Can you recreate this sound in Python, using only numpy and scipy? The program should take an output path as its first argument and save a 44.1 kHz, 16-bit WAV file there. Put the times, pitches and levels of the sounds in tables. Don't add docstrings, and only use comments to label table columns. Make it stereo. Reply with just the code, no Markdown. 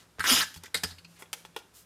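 import sys
import numpy as np
from scipy import signal
from scipy.fft import rfft, irfft
from scipy.io import wavfile
from scipy.ndimage import uniform_filter1d

SR = 44100
rng = np.random.default_rng(int(sys.argv[2]) if len(sys.argv) > 2 else 0)


def linear_from_db(decibels):
    return 10 ** (np.asarray(decibels, float) / 20)


def wav_out(sig):
    wavfile.write(sys.argv[1], SR, np.round(np.clip(np.atleast_2d(sig).T, -1, 1) * 32767).astype(np.int16))


N = 81585


def unit(x):
    return x / np.sqrt(np.mean(x ** 2))


def band(x, hz, width_hz):
    return signal.lfilter(*signal.iirpeak(min(hz, .45 * SR), hz / width_hz, SR), x)


def grit(spread_db):
    size_db = spread_db * np.minimum(rng.exponential(size=N), 3.5)
    return unit(rng.standard_normal(N) * linear_from_db(size_db))


def decay(start, t60, rise=1e-5):
    since = np.arange(N) / SR - start
    fall = np.exp(-np.log(1000) * np.maximum(since, 0) / max(t60, .002))
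    return np.clip(since / rise, 0, 1) * fall


def strike(start):
    return 1. * (np.arange(N) == int(start * SR))


def swell(start, length, power=1):
    t = np.arange(N) / SR
    return np.sin(np.pi * np.clip((t - start) / length, 0, 1) ** power)


def modes(table):
    t = np.arange(N) / SR
    return sum(linear_from_db(db) * np.sin(2 * np.pi * hz * t) * decay(0, t60) for hz, db, t60 in table)


def wide(a, b):
    treble = signal.lfilter(*signal.butter(1, 6600, "high", fs=SR), b)
    mids = signal.lfilter(*signal.butter(3, 930, "high", fs=SR), b)
    side = treble + linear_from_db(-21) * b + linear_from_db(-18.5) * mids
    return np.array([a + side, a - side])


# (frequency [Hz], level [dB per Hz])
HISS_COLOUR = [(18, -41), (30, -4), (355, -6.5), (780, -11.5), (1460, -11.5), (2060, -16.5), (6380, -20),
               (9970, -22.5), (16000, -30)]
# (frequency [Hz], width [Hz], level [dB])
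HUMS = [(170.4, 5.8, -69), (107.4, 30, -71.5), (65, 2.7, -70)]
# (time [s], level [dB])
HUM_SWELL = [
    (0, 1.5),
    (.14, 1.5),
    (.2, -2),
    (.9, -10),
    (1.05, 12.5),
    (1.17, 7),
    (1.3, 2),
    (1.5, 8),
    (1.58, -10.5),
    (1.85, -0.5),
]


def tone():
    t, freq = np.arange(N) / SR, np.fft.rfftfreq(N, 1 / SR)
    hz, db = np.array(HISS_COLOUR).T
    shape = linear_from_db(np.interp(np.log(freq + 1), np.log(hz), db))
    side_gain = linear_from_db(np.array([[0], [7.5]]))
    noise = wide(*rng.standard_normal((2, N)) * side_gain)
    hiss = linear_from_db(-59.5) * unit(irfft(rfft(noise) * shape, N))
    hums = []
    for hz, width_hz, db in HUMS:
        waver = unit(band(rng.standard_normal(N), hz, width_hz))
        hums.append(linear_from_db(db) * (np.sin(2 * np.pi * hz * t) + 0.2 * waver))
    swelling = hums[0] * linear_from_db(np.interp(t, *np.array(HUM_SWELL).T))
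    return hiss + swelling + sum(hums[1:])


def room(x):
    t = np.arange(SR // 2) / SR
    low_t60_s, high_t60_s, early_s = 0.34, 0.35, 0.011
    tail = wide(*rng.standard_normal((2, len(t))))
    low = signal.lfilter(*signal.butter(1, 3000, fs=SR), tail)
    late = low * np.exp(-np.log(1000) * t / low_t60_s)
    late = late + (tail - low) * np.exp(-np.log(1000) * t / high_t60_s)
    early = wide(*rng.standard_normal((2, len(t))))
    early = early * np.exp(-t / early_s) * np.clip(t / 0.0048, 0, 1)
    answer = linear_from_db(-8) * unit(late) * np.clip(t / 0.05, 0, 1) + linear_from_db(-6.5) * unit(early)
    return signal.fftconvolve(x[None], answer / np.sqrt(len(t)), axes=1)[:, :N]


def ports(x):
    scatter_s, scatter_db, shift_hz = .008, -1, 7
    t = np.arange(SR // 30) / SR
    turn = 2 * np.pi * shift_hz * np.arange(N) / SR
    smear = rng.standard_normal((2, len(t))) * np.exp(-t / scatter_s)
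    a, b = signal.fftconvolve(x[None], smear / np.linalg.norm(smear[0]), axes=1)[:, :N]
    return wide(x, linear_from_db(scatter_db) * (a * np.cos(turn) + b * np.sin(turn)))


# (time [s], level [dB], push length [s])
THUMPS = [
    (0.189, -31.5, 0.0053),
    (0.324, -32.5, 0.0035),
    (0.389, -38.5, 0.0035),
    (.563, -35, 0.005),
    (0.639, -55, 0.0016),
    (0.747, -39, 0.0033),
    (0.834, -34, 0.0046),
    (0.842, -28, 0.0078),
    (0.916, -44, 0.0042),
]
# (frequency [Hz], level [dB], 60 dB fade [s])
TABLE_MODES = [(87.4, -8, 0.49), (168.5, -1.5, 0.268), (262, 4, 0.11), (378, -14, .06), (72, -8.5, 0.12)]


def table():
    push = 0
    for start, db, length in THUMPS:
        push = push + linear_from_db(db) * swell(start, length) / (length * SR)
    return signal.fftconvolve(push, modes(TABLE_MODES))[:N]


# (time [s], peak level [dB], centre [Hz], 60 dB rattle fade [s])
FLICKS = [
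    (1.221, -36.5, 2550, 0.043),
    (1.329, -14.5, 2860, 0.037),
    (1.449, -35, 2260, 0.094),
    (1.562, -26.5, 2315, 0.1),
    (1.588, -38, 2530, 0.055),
]
# (start [s], length [s], level [dB], centre [Hz], width [Hz])
RUBS = [(-.1, 0.17, -58.5, 2200, 3740), (0.228, 0.042, -46.5, 3000, 5900), (0.56, 0.03, -59, 6000, 9000),
        (0.62, 0.041, -63, 1990, 1500), (0.85, 0.083, -53.5, 4000, 3700), (1.07, 0.14, -70.5, 5000, 7860),
        (1.153, 0.084, -62, 2110, 1970), (1.187, 0.068, -60.5, 7940, 5000), (1.189, 0.055, -56, 955, 700),
        (1.348, 0.1, -65.5, 3930, 7900), (1.734, 0.12, -62.5, 8000, 11800)]


def card():
    snap_lag_s, out, rattle = .0015, 0, grit(6.5)
    for start, db, hz, t60 in FLICKS:
        snap = linear_from_db(db + 4) * strike(start + snap_lag_s)
        hit = linear_from_db(db - 11) * rattle * decay(start + snap_lag_s, t60) + snap
        out = out + band(hit, hz, hz * 2.25)
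    hiss = grit(5)
    for start, length, db, hz, width_hz in RUBS:
        stroke = np.abs(swell(start, length, 0.64) ** 1.12)
        out = out + linear_from_db(db + 10.5) * band(hiss * stroke, hz, width_hz)
    return out


# (time [s], click level [dB], low sheet level [dB], high sheet level [dB])
TICKS = [(0.2418, -25, -31, -51), (0.5432, -29, -63, -43), (0.5612, -29.5, -46, -40),
         (0.6371, -25, -41, -40), (0.68, -38, -46.5, -48), (0.7453, -12, -40, -28.5),
         (0.7536, -16, -35, -27.5), (0.8353, -22, -32, -23.5), (1.2229, -29, -35, -38.5),
         (1.258, -56, -62, -50), (1.3303, -16.5, -42, -32), (1.3368, -15.5, -41.5, -32),
         (1.451, -47, -40.5, -37.5), (1.546, -58.5, -68, -51), (1.5636, -23, -29, -27),
         (1.5657, -33, -29.5, -36), (1.572, -42, -35, -46), (1.5882, -35, -44, -44.5)]
# (frequency [Hz], level [dB], 60 dB fade [s])
SHEET_LOW = [(388, -7.5, 0.048), (520, -11, 0.034), (900, -6, 0.022), (1055, -7.5, .02), (1430, -11, .03)]
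# (frequency [Hz], level [dB], 60 dB fade [s])
SHEET_HIGH = [(1848, -9.5, .02), (2504, -7.5, .02), (2732, -9, .02), (3353, -5, .02), (5270, -13.5, .015)]


def ticks():
    click, low, high = (sum(linear_from_db(row[k]) * strike(row[0]) for row in TICKS) for k in range(1, 4))
    out = linear_from_db(7) * band(click, 6000, 7600)
    out = out + signal.fftconvolve(low, modes(SHEET_LOW))[:N]
    out = out + signal.fftconvolve(high, modes(SHEET_HIGH))[:N]
    return signal.lfilter(*signal.butter(2, 410, "high", fs=SR), out)


RISE_S = 0.0023
# (time [s], level [dB], frequency [Hz], width [Hz], 60 dB shaking fade [s])
RINGS = [(.186, -28.5, 328, 200, 0.068), (1.331, -29, 880, 250, 0.035), (1.564, -26.5, 500, 250, 0.054),
         (0.835, -18, 8200, 1800, 0.054), (0.185, -27, 790, 1400, 0.046), (0.268, -25, 302, 60, 0.11),
         (.31, -16, 254.4, 46.7, 0.067), (.562, -38.5, 780, 292, 0.04), (.637, -45.5, 400, 151, 0.044),
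         (.637, -35, 900, 397, 0.024), (.206, -21, 1250, 500, .03), (.241, -16, 1190, 500, 0.019),
         (.251, -26, 1300, 497, 0.024), (.41, -24, 1130, 400, 0.019), (.429, -21.5, 1650, 500, 0.055),
         (.834, -29, 200, 120, 0.069), (.643, -32, 1970, 300, 0.023), (.654, -40, 1980, 300, 0.026),
         (0.573, -42.5, 4550, 496, 0.069), (0.774, -46, 520, 114, 0.038), (1.345, -47.5, 520, 119, 0.41),
         (0.663, -27.5, 2150, 500, 0.016), (0.743, -26.5, 450, 774, 0.16), (0.742, -19, 1800, 200, 0.033),
         (0.745, -11.5, 2070, 198, 0.046), (.834, -20, 414, 710, 0.066), (.835, -14.5, 4910, 800, 0.088),
         (0.908, -30, 4200, 900, .1), (0.983, -32, 2630, 507, 0.035), (0.985, -33, 4260, 704, 0.042),
         (1.047, -32, 2650, 403, 0.036), (1.047, -33.5, 4430, 600, 0.042), (1.2235, -36, 700, 1310, 0.072),
         (1.2218, -29, 2100, 684, 0.032), (1.33, -43, 925, 980, 0.095), (1.333, -21.5, 2380, 900, 0.029),
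         (1.45, -36, 1050, 395, .03), (1.451, -37, 2480, 2450, 0.027), (1.563, -29, 1080, 890, 0.069),
         (1.564, -22, 3100, 1300, 0.036)]


def rings():
    shake, out = grit(1), 0
    for start, db, hz, width_hz, t60 in RINGS:
        force = shake * decay(start, t60, RISE_S) + linear_from_db(14) * strike(start)
        ring = band(band(force, hz, 1.01 * width_hz), hz, 1.01 * width_hz)
        out = out + linear_from_db(db) * np.sqrt(SR / 4 / width_hz) * ring / 3
    return out


def patchy():
    k = int(.012 * SR)
    steps = np.repeat(rng.standard_normal(N // k + 1), k)
    return linear_from_db(1.8 * 1.59 * uniform_filter1d(steps, k)[:N])


# (frequency [Hz], width [Hz], level [dB])
CASE = [(1276, 735, 1.5), (1700, 500, 5.5), (3080, 1160, 1.5), (3890, 620, 2.5), (5000, 960, 2.5),
        (6880, 2200, 4), (9000, 2900, 3), (13100, 5300, -2)]


def case(drive, body_drive):
    out = 0
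    for k, (hz, width_hz, db) in enumerate(CASE):
        force = patchy() * (body_drive if k < 2 else drive)
        gain = (-1) ** k * linear_from_db(db) * np.sqrt(SR / 4 / width_hz)
        out = out + gain * band(force, hz, width_hz)
    return out / len(CASE)


# (start [s], length [s], level [dB], frequency [Hz], width [Hz])
PRESSES = [
    (0.232, 0.07, 7.5, 3740, 500),
    (0.283, 0.059, -4, 5000, 500),
    (0.288, 0.053, 1.5, 3150, 600),
    (0.302, 0.062, 6.5, 6780, 600),
    (0.338, 0.049, 4, 3680, 497),
    (0.377, 0.044, 0, 2900, 600),
    (.25, 0.082, -7.5, 1330, 351),
    (0.353, 0.034, -7, 1700, 350),
]


def pressed(drive):
    out = 0
    for start, length, db, hz, width_hz in PRESSES:
        gain = linear_from_db(db) * np.sqrt(SR / 4 / width_hz)
        out = out + gain * band(drive * swell(start, length), hz, width_hz)
    return out / len(CASE)


# (time [s], level [dB], ratchet speed [teeth/s], extra hollow body ring [dB])
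PULL = [
    (0.242, -26.5, 200, -6),
    (0.257, -25, 167, 1.5),
    (0.292, -16.5, 183, -7),
    (0.328, -15.5, 198, -10),
    (0.36, -18, 205, -9),
    (0.398, -20.5, 242, -5.5),
    (0.43, -24, 182, 0.5),
    (0.451, -41, 250, -11),
]
# (time [s], peak level [dB], body ring [dB], 60 dB rattle fade [s])
KNOCKS = [(0.193, -14, -8.5, 0.16), (0.204, -14, 8.5, 0.029), (0.24, -8, 7.5, 0.021),
          (0.254, -20, -36, 0.07), (0.408, -14.5, 2, 0.091), (0.413, -16, -0.5, 0.073),
          (0.429, -35, -19, 0.026), (0.54, -20, -27, 0.041), (0.546, -26, -44, 0.035),
          (0.561, -38, -23, 0.068), (0.572, -37, -4.5, 0.055), (0.634, -20.5, -21, 0.046),
          (0.643, -34, -3, 0.096), (0.656, -24.5, -25, 0.073), (0.664, -39, 1, 0.019),
          (0.743, -4.5, -11.5, 0.07), (0.751, -17, -15.5, 0.11), (0.771, -14, -25, 0.063),
          (0.832, -25, -15.5, 0.05), (0.835, -3.5, -10, 0.052), (0.905, -29.5, -6, 0.081),
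          (0.983, -29.5, -11, 0.071), (1.045, -31.5, -9.5, 0.044)]


def runner():
    t = np.arange(N) / SR
    time, db, speed, body_db = np.array(PULL).T
    gain = linear_from_db(np.interp(t, time, db, left=-120, right=-120))
    teeth_per_s = np.interp(t, time, speed)
    late, uneven = rng.standard_normal((N // 50, 2)).T
    phase = np.cumsum(teeth_per_s) / SR
    phase = phase + .15 * late[phase.astype(int)]
    tooth = np.maximum(phase, 0).astype(int)
    since_s = (phase - tooth) / teeth_per_s
    force = linear_from_db(1.8 * uneven[tooth]) * np.exp(-since_s / .002)
    ratchet = unit(force * rng.standard_normal(N))
    peel = linear_from_db(4) * grit(2)
    drive = gain * (ratchet + peel)
    body = drive * linear_from_db(np.interp(t, time, body_db) + 5.5)
    squeeze, rattle = pressed(drive), grit(4)
    for start, db, body_db, t60 in KNOCKS:
        blow = linear_from_db(9) * strike(start + 0.00106)
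        hit = linear_from_db(db - 9) * (decay(start, t60, RISE_S) * rattle + blow)
        drive = drive + hit
        body = body + linear_from_db(body_db + 11) * hit
    roll = linear_from_db(-25.5) * gain * unit(band(rng.standard_normal(N), 278, 250))
    return case(drive, body) + squeeze, roll


def scene():
    buzz, roll = runner()
    near = buzz + card() + rings() + ticks()
    left, right = room(near)
    heard = ports(near + (left + right) / 2 + roll + table())
    side = linear_from_db(-8.5) * (left - right) / 2 - 0.17 * band(near, 1300, 830)
    heard = heard + np.array([side, -side])
    pan_db = -1
    return heard * linear_from_db(np.array([[pan_db], [-pan_db]]) / 2) + tone()


def low_pass(x):
    return signal.sosfilt(signal.butter(12, 16520, fs=SR, output="sos"), x)


def record(dry):
    limit = .4
    mix = limit * np.tanh(dry / limit)
    mix = signal.sosfilt(signal.butter(3, 60, "high", fs=SR, output="sos"), mix)
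    mix = signal.sosfilt(signal.butter(8, 14800, fs=SR, output="sos"), mix)
    return low_pass(mix)


dry = scene()
out = record(dry)
wav_out(out)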